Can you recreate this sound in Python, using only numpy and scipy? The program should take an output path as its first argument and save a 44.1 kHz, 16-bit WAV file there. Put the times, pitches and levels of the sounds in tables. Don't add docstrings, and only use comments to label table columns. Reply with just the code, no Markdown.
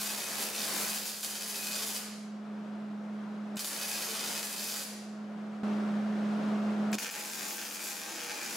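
import sys
import numpy as np
from scipy import signal
from scipy.fft import rfft, irfft, next_fast_len
from scipy.io import wavfile
from scipy.ndimage import uniform_filter1d, map_coordinates

SR = 44100
rng = np.random.default_rng(int(sys.argv[2]) if len(sys.argv) > 2 else 0)


def master_out(mix):
    frames = np.transpose(np.atleast_2d(mix))
    ceiling = np.clip(frames, -1, 1)
    pcm = np.round(ceiling * 32767).astype(np.int16)
    wavfile.write(sys.argv[1], SR, pcm)


def boost_factor(decibels):
    exponent = np.asarray(decibels, float) / 20
    return 10 ** exponent


N = 377496
T = np.arange(N) / SR
MOVED_S = 5.632

# time in seconds, camera gain in dB (the fan tone's level),
# level of the arc's body in dB.
ARC_RUNS = [
    [(0.0, -46.5, -10.5), (0.27, -54.5, -4), (0.43, -49.5, -11), (0.55, -52, -7), (0.85, -47, -10.5),
     (1.17, -55, -28), (1.35, -52.5, -13.5), (1.75, -49, -14.5), (1.99, -50, -17)],
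    [(3.592, -45, -41), (3.68, -52, -8), (3.85, -49.5, -9.5), (4.15, -52, -4.5), (4.4, -52, -8.5),
     (4.49, -53, -9.5), (4.62, -49, -18.5), (4.76, -50, -15), (4.84, -51, -17)],
    [(6.984, -47.5, -18), (7.07, -57.5, -50), (7.13, -59, -15), (7.4, -54, -11.5), (7.7, -57, -13),
     (7.88, -58, -13), (8.07, -61.5, -2.5), (8.3, -62, -6), (8.56, -56, -7)],
]
RUN_POWER_DB = [15.5, 14.5, 19.5]
# start in seconds, level change in dB, fall time in seconds.
FLARES = [(0, 0, 0.028), (0.143, 5, 0.066), (0.377, 2, 0.081), (0.603, 0.5, 0.043), (0.886, 3.5, 0.052),
          (1.056, 6, 0.026), (1.153, 1, .04), (1.228, 10, 0.035), (1.794, -2, 0.038), (1.94, 4, 0.014),
          (4.429, 12, 0.024), (4.815, -0.5, .05), (7.107, 13, 0.015), (7.183, 6, 0.017), (7.82, 5, 0.12)]
# start in seconds, level change in dB, fall time in seconds.
CATCHING = [
    (3.592, 7, .016),
    (3.612, -12, .03),
    (3.645, 11, .028),
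    (3.69, -3, .03),
    (6.984, -10, .11),
    (6.985, 8, .018),
    (7.015, -4, .03),
    (7.05, 2, .04),
]
FLARE_RISE_S = .005
# start in seconds, length in seconds, level in dB,
# time in seconds at which the camera gain falls, gain it falls to in dB.
TOUCHES = [
    (3.568, .018, -45, 3.573, -45),
    (6.928, .026, -41.5, 6.955, -39.5),
]
TOUCH_BODY_DB = 5.5

# time in seconds, peak in dB.
FIRST_POPS = [(0.0188, -24), (0.062, -22), (0.1032, -25), (0.1372, -24), (0.1478, -22), (0.1785, -25),
              (0.2038, -25), (0.2871, -25), (0.3561, -22), (0.3707, -25), (0.3836, -22), (0.3948, -24),
              (0.4131, -23), (0.4391, -23), (0.5628, -25), (0.6047, -24), (0.618, -23), (0.6402, -22),
              (0.6801, -24), (0.7051, -22), (0.7514, -23), (0.7644, -23), (0.829, -24), (0.8891, -23),
              (0.8995, -24), (0.9185, -23), (0.9324, -22), (0.947, -22), (0.9589, -25), (0.9717, -23),
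              (0.9872, -23), (1.0351, -25), (1.0561, -21), (1.0789, -25), (1.1059, -26), (1.1324, -27),
              (1.1454, -27), (1.232, -22), (1.2485, -22), (1.4111, -25), (1.433, -25), (1.4985, -26),
              (1.5455, -25), (1.5622, -26), (1.6704, -21), (1.7148, -22), (1.7219, -22), (1.7313, -23),
              (1.7384, -24), (1.7463, -23), (1.756, -23), (1.7632, -24), (1.7929, -25), (1.7971, -23),
              (1.8061, -23), (1.8239, -21), (1.8334, -23), (1.9047, -25), (1.9554, -25), (1.9649, -22)]
# time in seconds, peak in dB.
SECOND_POPS = [(3.5942, -20), (3.6466, -20), (3.6755, -26), (3.7314, -27), (3.7648, -26), (3.814, -22),
               (3.8332, -25), (3.8564, -27), (3.8843, -26), (3.9171, -25), (3.9319, -25), (3.9477, -24),
               (3.9565, -26), (3.9665, -25), (3.983, -24), (4.022, -25), (4.0316, -26), (4.0889, -24),
               (4.1729, -26), (4.1944, -24), (4.2096, -25), (4.2314, -24), (4.2401, -26), (4.2625, -24),
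               (4.2889, -27), (4.3152, -26), (4.3285, -24), (4.3465, -25), (4.3522, -23), (4.3782, -21),
               (4.4302, -21), (4.5287, -25), (4.5392, -27), (4.5646, -27), (4.5964, -25), (4.63, -24),
               (4.6415, -26), (4.6894, -25), (4.6981, -26), (4.7024, -24), (4.7228, -23), (4.7417, -23),
               (4.7628, -25), (4.7713, -27), (4.7955, -25)]
# time in seconds, peak in dB.
THIRD_POPS = [(6.9858, -22), (7.0465, -24), (7.0671, -25), (7.0908, -25), (7.0996, -25), (7.1412, -26),
              (7.1522, -23), (7.16, -27), (7.2008, -28), (7.2093, -27), (7.2497, -25), (7.278, -27),
              (7.2995, -27), (7.334, -26), (7.3946, -26), (7.4094, -27), (7.4199, -27), (7.4314, -24),
              (7.4528, -27), (7.5086, -26), (7.5824, -25), (7.5907, -27), (7.6, -29), (7.6154, -25),
              (7.6254, -26), (7.6523, -25), (7.7108, -25), (7.7461, -29), (7.7938, -27), (7.8051, -26),
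              (7.8281, -28), (7.8352, -29), (7.8591, -26), (7.8707, -26), (7.918, -25), (7.9544, -29),
              (8.0167, -26), (8.0355, -27), (8.1032, -29), (8.1437, -29), (8.1593, -28), (8.1674, -29),
              (8.1842, -29), (8.1927, -28), (8.2035, -27), (8.2178, -26), (8.2324, -27), (8.2801, -28),
              (8.2883, -29), (8.2967, -24), (8.3071, -26), (8.3158, -24), (8.3576, -29), (8.3687, -29),
              (8.4153, -28), (8.4256, -29), (8.4325, -27), (8.4522, -27), (8.4617, -27), (8.5086, -29)]
# time in seconds, peak in dB.
LESSER_FAR_POPS = [(0.0034, -25), (0.0115, -26), (0.0947, -24), (0.2422, -25), (0.3034, -28), (0.3208, -26),
                   (0.4263, -23), (0.4677, -25), (0.581, -23), (0.6463, -22), (0.7162, -25), (0.8005, -23),
                   (0.8162, -26), (0.8766, -22), (0.9776, -25), (1.0187, -26), (1.0317, -27), (1.0919, -27),
                   (1.1676, -29), (1.2032, -28), (1.3106, -29), (1.326, -31), (1.3547, -29), (1.4225, -26),
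                   (1.5256, -27), (1.5585, -26), (1.6293, -24), (1.7885, -24), (1.8928, -27), (3.8229, -25),
                   (3.8924, -26), (3.9399, -25), (4.114, -25), (4.3899, -28), (4.4717, -27), (4.5829, -27),
                   (4.8047, -27), (4.8189, -28)]
# time in seconds, peak in dB.
LESSER_NEAR_POPS = [(7.0587, -25), (7.0632, -26), (7.0951, -29), (7.1768, -28), (7.2371, -28),
                    (7.3748, -29), (7.385, -28), (7.4671, -26), (7.4824, -28), (7.5481, -29), (7.6688, -29),
                    (7.7321, -30), (7.7587, -28), (7.7679, -29), (7.908, -28), (7.9666, -28), (7.9777, -31),
                    (7.9989, -30), (8.0616, -29), (8.0934, -30), (8.1086, -29), (8.1242, -30),
                    (8.2094, -28), (8.228, -29), (8.2467, -29), (8.2611, -30), (8.2698, -30), (8.3025, -27),
                    (8.3872, -28), (8.4014, -30), (8.4848, -30), (8.4973, -28), (8.5147, -29)]
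# time in seconds, peak in dB.
STRIKES = [
    (3.5708, -26),
    (3.5942, -18.5),
    (3.6466, -18.5),
    (4.4302, -19.5),
    (6.9305, -20),
    (6.9461, -28),
    (6.983, -27),
    (6.9858, -20),
]
SHORTS_PER_S = 400
SHORTS_SHARE = (.21, .25)
POP_TRIM_DB = (-2.5, .5)
POP_BODY_DB, POP_TOP_DB = 11.5, 9
POP_GAP_S, POP_WAIT_S = .007, .016
POP_OVER_DB, POP_SPREAD_DB, POP_CAP = 8, 7.5, -.8
# centre in Hz, width in Hz, level in dB.
FAR_POP_RING = [(4720, 800, 5.5), (7750, 600, 2), (11300, 900, 3), (14500, 800, 12)]
# centre in Hz, width in Hz, level in dB.
NEAR_POP_RING = [(1700, 500, 2), (2400, 700, -1), (6500, 1500, -6)]

# time in seconds, level in dB, pitch in Hz.
TRIGGER_TICKS = [
    (3.5578, -28, 7740),
    (6.9166, -26, 7750),
]
# start in seconds, length in seconds, pitch in Hz, level in dB.
WHISTLES = [(.07, .07, 2540, -54), (.14, .05, 2570, -57), (.2, .1, 2515, -53), (.36, .05, 2520, -60),
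            (.57, .06, 2500, -58), (.89, .08, 2525, -52), (1.565, .13, 2505, -54), (1.67, .11, 2515, -52),
            (3.8, .06, 2520, -52), (3.9, .08, 2510, -58), (4.06, .05, 2500, -57), (4.51, .05, 2500, -61),
            (4.65, .065, 2520, -54), (4.71, .14, 2520, -60), (7.05, .06, 1580, -60), (7.3, .22, 1590, -59),
            (7.55, .09, 1580, -57), (7.85, .07, 1575, -57), (8.02, .11, 1590, -58), (8.28, .08, 1580, -60),
            (8.18, .06, 1590, -60), (7.88, .09, 797, -59), (8.0, .14, 797, -57), (8.27, .05, 797, -63),
            (8.46, .06, 797, -60)]

# frequency in Hz, density in dB per Hz.
FAR_COLOUR = [(140, -35), (230, 3.5), (243, -3.5), (586, 2.5), (1010, 0), (1630, 2), (1810, 0), (2530, 1.5),
              (2870, 0.5), (4700, 2), (8410, 7), (11400, 6), (15600, 0.5)]
# frequency in Hz, density in dB per Hz.
NEAR_COLOUR = [(140, -40), (230, -1), (256, -6.5), (358, -4), (509, -4), (640, -3.5), (687, -5),
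               (791, -0.5), (1190, -6.5), (1600, -7.5), (3940, -3), (7050, 2), (15600, -3.5)]
# frequency in Hz, density in dB per Hz.
FAR_RUMBLE = [(20, -80), (60, -31.5), (120, -12)]
# frequency in Hz, density in dB per Hz.
NEAR_RUMBLE = [(20, -71), (60, -39), (120, -21)]
# centre in Hz, width in Hz, level in dB.
FAR_STEEL = [(2540, 130, -2), (3110, 110, 1), (3640, 90, 1), (4150, 130, -6), (4900, 400, -6),
             (6200, 1140, -6), (9400, 200, -17)]
# centre in Hz, width in Hz, level in dB.
NEAR_STEEL = [(790, 40, 0), (1590, 80, 8), (2350, 120, 5), (4700, 170, -8), (6900, 180, -11)]
# delay in seconds, level in dB, pan.
FAR_WALLS = [(-.002, -8, -.1), (0, 0, .05), (.0027, -15, .4), (.0056, -13, -.5), (.00595, -11, .3),
             (.0098, -15, .6), (.013, -9, -.1), (.01322, -10, .2), (.0148, -12, -.5), (.0161, -14, .4)]
# delay in seconds, level in dB, pan.
NEAR_WALLS = [(0, 0, .2), (.0016, -17, .3), (.0028, -10, .4), (.006, -14, .3), (.0127, -11, -.4),
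              (.01288, -10, .1), (.0131, -12, .2), (.0135, -13, -.3), (.0143, -13, .4), (.0164, -15, -.5)]
# frequency in Hz, time to fall 60 dB in seconds.
GARAGE_DECAY = [(200, 0.81), (2000, 0.75), (6000, 0.66), (10000, 0.49), (15000, 0.31)]
NOTCH_HZ, NOTCH_WIDTH_HZ, NOTCH_DEPTH = 8420, 610, 0.42
RING_SWELL_DB = 3.5
TRAVEL = .005

# frequency in Hz, density in dB per Hz.
FAN_AIR = [(15, -56), (25, -36), (64, -54.5), (169, -21.5), (209, 12), (227, -29.5), (246, -23.5),
           (421, -25), (457, -28.5), (648, -22.5), (871, -30), (1380, -30.5), (1900, -38), (5880, -52),
           (9500, -61.5), (15500, -75)]
# frequency in Hz, left-right likeness.
FAN_ALIKE = [(60, 0.83), (240, 1), (950, 0.62), (3770, 0.52), (15000, 0.8)]
BLADE_HZ, SAG_HZ = 210.2, 2.2

# start in seconds, gain change in dB, fall time in seconds.
DUCKS = [
    (3.578, -6, .035),
    (3.655, -4, .04),
    (6.978, -14, .038),
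    (7.018, 6, .04),
    (7.07, 3, .02),
    (7.095, -9, .025),
]
REST_DB, RECOVER_S, CREEP_DB_PER_S = -40.5, 0.15, 1.5
NEW_SHOT_DB, SPLICE_DB = -31, -48
TOP_HZ, EDGE_HZ = 15790, 25


def unit(x):
    return x / np.sqrt(np.mean(x ** 2) + 1e-20)


def along(points, hz):
    f, v = np.transpose(points)
    return np.interp(np.log(hz + 1), np.log(f + 1), v)


def curves(*tables):
    s, *cols = np.vstack(tables).T
    return [np.interp(T, s, c) for c in cols]


def during(start, end):
    return (T >= start) & (T < end)


def wobble(rate):
    return map_coordinates(rng.standard_normal(int(N * rate / SR) + 4), [T * rate])


def filtered(x, response):
    m = 2 * next_fast_len(N // 2 + SR)
    return irfft(rfft(x, m) * response(np.fft.rfftfreq(m, 1 / SR)), m)[..., :N]


def causal(gain):
    cep = irfft(np.log(gain + 1e-6))
    cep[1:len(cep) // 2] *= 2
    cep[len(cep) // 2 + 1:] = 0
    return np.exp(rfft(cep))


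def rings(modes, f):
    return sum(boost_factor(db) * 1j * f * w / (c * c - f * f + 1j * f * w) for c, w, db in modes)


def flares(rows):
    s, db, lasts = np.transpose(rows)[..., None]
    grid = np.arange(0, T[-1], .001)
    t = np.maximum(grid - s, 0)
    shapes = db * (1 - np.exp(-t / FLARE_RISE_S)) * np.exp(-(t / lasts) ** 2)
    return np.interp(T, grid, shapes.sum(0))


def arc_burning():
    return 1. * sum(during(run[0][0], run[-1][0]) for run in ARC_RUNS)


def camera_gain():
    db = curves(*ARC_RUNS)[0]
    for run, after in zip(ARC_RUNS, ARC_RUNS[1:]):
        end, end_db = run[-1][:2]
        t = np.maximum(T - end, 0)
        climb = REST_DB + CREEP_DB_PER_S * t + (end_db - REST_DB) * np.exp(-t / RECOVER_S)
        db = np.where(during(end, after[0][0]), climb, db)
    db = np.where(during(MOVED_S, ARC_RUNS[-1][0][0]), NEW_SHOT_DB, db)
    db = np.where(during(MOVED_S - .004, MOVED_S), SPLICE_DB, db)
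    for (*_, falls, to_db), run in zip(TOUCHES, ARC_RUNS[1:]):
        db = np.where(during(falls, run[0][0]), to_db, db)
    return boost_factor(uniform_filter1d(db + flares(DUCKS), size=100))


def fan():
    load = uniform_filter1d(arc_burning(), size=4000)
    turn = 2 * np.pi * np.cumsum(BLADE_HZ - SAG_HZ * load + .5 * wobble(13)) / SR
    tone = np.sqrt(2) * boost_factor(0.5 * wobble(20) + 0.091 * wobble(90)) * np.sin(turn) * boost_factor([[-.8], [.8]])
    octave = boost_factor(-20.0 + 0.67 * wobble(15)) * np.sin(2 * turn + 0.31 * wobble(11))

    def air(hz):
        half = np.arccos(np.clip(along(FAN_ALIKE, hz), -1, 1)) / 2
        return boost_factor(np.minimum(along(FAN_AIR, hz), -20)) * [np.cos(half), np.sin(half)]

    mid, side = filtered(rng.standard_normal((2, N)), air)
    gusts = boost_factor(-9.5 + 0.75 * wobble(4.09) + 0.38 * wobble(28))
    rush = unit(np.array([mid + side, mid - side]))
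    return tone + octave + gusts * boost_factor([[.6], [-.6]]) * rush


def garage(x, shared):
    hz, t, z = signal.stft(rng.standard_normal((2, 3, SR * 3 // 4)), SR, nperseg=256)
    z = z[:, :2] + z[:, 2:] * (shared * (1 + 300 / (hz + 100)))[:, None]
    decay = boost_factor(-60 * t / along(GARAGE_DECAY, hz)[:, None])
    tails = signal.istft(z * decay, SR, nperseg=256)[1]
    tails = tails / np.linalg.norm(tails[0, 0])
    turn = 2 * np.pi * 1.7 * T
    parts = x * np.array([np.cos(turn), np.sin(turn)])
    return signal.oaconvolve(parts[:, None], tails, axes=2).sum(0)[:, :N]


def path(x, colour, steel, walls, snap_hz, damping, room_db, shared):
    def responses(f):
        snap = -f * f / (snap_hz ** 2 - f * f + 1j * f * snap_hz * damping)
        shadow = 1 - NOTCH_DEPTH * np.exp(-((f - NOTCH_HZ) / NOTCH_WIDTH_HZ) ** 2)
        return causal(boost_factor(along(colour, f)) * shadow) * [f ** 0, snap, rings(steel, f) * snap]

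    bare, spike, ring = filtered(x, responses)
    rung = spike + boost_factor(RING_SWELL_DB * (wobble(6.7) + 0.1)) * ring
    now = np.arange(N)
    stretch = SR * (1 + TRAVEL * wobble(1.5))
    early = np.zeros((2, N))
    for s, db, pan in walls:
        arrival = rung[(now - (s * stretch).astype(int)) % N]
        early += boost_factor(db) * np.outer([1 + pan, 1 - pan], arrival)
    return early + boost_factor(room_db) * garage(bare, shared)


def torch_ticks():
    out, t = np.zeros(N), np.arange(600) / SR
    for s, db, hz in TRIGGER_TICKS:
        swell = boost_factor(db - 12 - 60 * t / 0.015) * (1 - np.exp(-t / 0.0011))
        grit = .5 * np.diff(rng.standard_normal(601))
        out[round(s * SR):][:600] += swell * (np.sin(2 * np.pi * hz * t) + grit)
    return out


def arc_whistles():
    out = np.zeros(N)
    flutter = boost_factor(5.5 + 1.5 * wobble(60))
    drift = np.cumsum(5 * wobble(30)) / SR
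    for s, length, hz, db in WHISTLES:
        on = slice(round(s * SR), round((s + length) * SR))
        swell = np.minimum(2 * np.sin(np.pi * (T[on] - s) / length), 1)
        out[on] += swell * flutter[on] * boost_factor(db) * np.sin(2 * np.pi * (hz * T[on] + drift[on]))
    return out


def ordinary_pops(level_db, burning):
    waits, sizes = rng.standard_exponential(600), rng.standard_normal(600)
    s = np.cumsum(POP_GAP_S + POP_WAIT_S * waits)
    at = np.minimum(s * SR, N - 1).astype(int)
    db = level_db[at] + POP_OVER_DB + POP_SPREAD_DB * np.minimum(sizes, POP_CAP)
    return np.transpose([s, db])[(burning[at] > 0) & (s < T[-1])]


def fizz_and_shorts():
    struck = rng.random(N) < SHORTS_PER_S / SR
    sizes = rng.standard_normal(N) + .4 * rng.standard_normal((2, N))
    shorts = struck * boost_factor(3.8 * np.minimum(sizes, 1.3))
    fizz = rng.standard_normal(N) * boost_factor(2.0 * rng.standard_normal(N) + 2.94 * wobble(160))
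    return .17 * unit(fizz) - np.where(T < MOVED_S, *SHORTS_SHARE) * unit(shorts)


def bridge_pops(usual):
    rows = [FIRST_POPS, SECOND_POPS, THIRD_POPS, LESSER_FAR_POPS, LESSER_NEAR_POPS, STRIKES, usual]
    s, db = np.vstack(rows).T
    luck = rng.standard_normal((700, 2))[:len(s)].T
    pops = np.zeros((2, N))
    pops[:, np.round(s * SR).astype(int)] = boost_factor(db + [[POP_BODY_DB], [POP_TOP_DB]] + 0.81 * luck)
    out = np.zeros((2, N))
    places = (T < MOVED_S, T >= MOVED_S)
    for here, modes, trim_db in zip(places, (FAR_POP_RING, NEAR_POP_RING), POP_TRIM_DB):
        out += boost_factor(trim_db) * filtered(pops * here, lambda hz: (1 + rings(modes, hz)) / (1 + 1j * hz / 6400) ** 2)
    return out


def arc(lift):
    steady_db, body_db = curves(*ARC_RUNS)
    burning = arc_burning()
    for db, run in zip(RUN_POWER_DB, ARC_RUNS):
        steady_db = steady_db + db * during(run[0][0], run[-1][0])
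    level_db = steady_db + flares(FLARES + CATCHING)
    usual = ordinary_pops(level_db, burning)
    for start, length, db, *_ in TOUCHES:
        on = during(start, start + length)
        burning = burning + on
        level_db = np.where(on, db, level_db)
        steady_db = np.where(on, db, steady_db)
        body_db = np.where(on, TOUCH_BODY_DB, body_db)
    crackle = fizz_and_shorts() * burning
    body_level_db = steady_db + body_db + 15.0 + 0.19 * wobble(25)
    top_level_db = level_db + 0.23 + 0.39 * wobble(30)
    both = crackle * boost_factor(np.array([body_level_db, top_level_db])) - bridge_pops(usual)

    def body_and_top(hz):
        low = 1 / (1 + 1j * hz / 2500)
        return np.array([low, 1 - low])

    return filtered(both * lift, body_and_top).sum(0)


def scene():
    lift = 1 / camera_gain()
    torch = arc(lift)
    far_colour = FAR_RUMBLE + FAR_COLOUR[1:]
    near_colour = NEAR_RUMBLE + NEAR_COLOUR[1:]
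    far = path(torch * (T < MOVED_S), far_colour, FAR_STEEL, FAR_WALLS,
               snap_hz=1280, damping=1.6, room_db=3.0, shared=1.0)
    near = path(torch * (T >= MOVED_S), near_colour, NEAR_STEEL, NEAR_WALLS,
                snap_hz=1130.0, damping=1.86, room_db=1.5, shared=1.0)
    far[:, -SR // 10:] = near[:, :SR // 10] = 0
    return boost_factor(-1) * far + boost_factor(3) * near + fan() + (torch_ticks() + arc_whistles()) * lift


def roll_off(x):
    return signal.sosfilt(signal.butter(12, 16660, fs=SR, output="sos"), x)


def record(dry):
    x = dry * camera_gain()
    x = x / (1 + np.abs(x / .12) ** 4) ** (1 / 4)

    def band(hz):
        top = 1 / (1 + np.exp(np.minimum((hz - TOP_HZ) / EDGE_HZ, 50)))
        return top * hz ** 2 / (hz ** 2 + 55 ** 2)

    return roll_off(filtered(x, band))


dry = scene()
out = record(dry)
master_out(out)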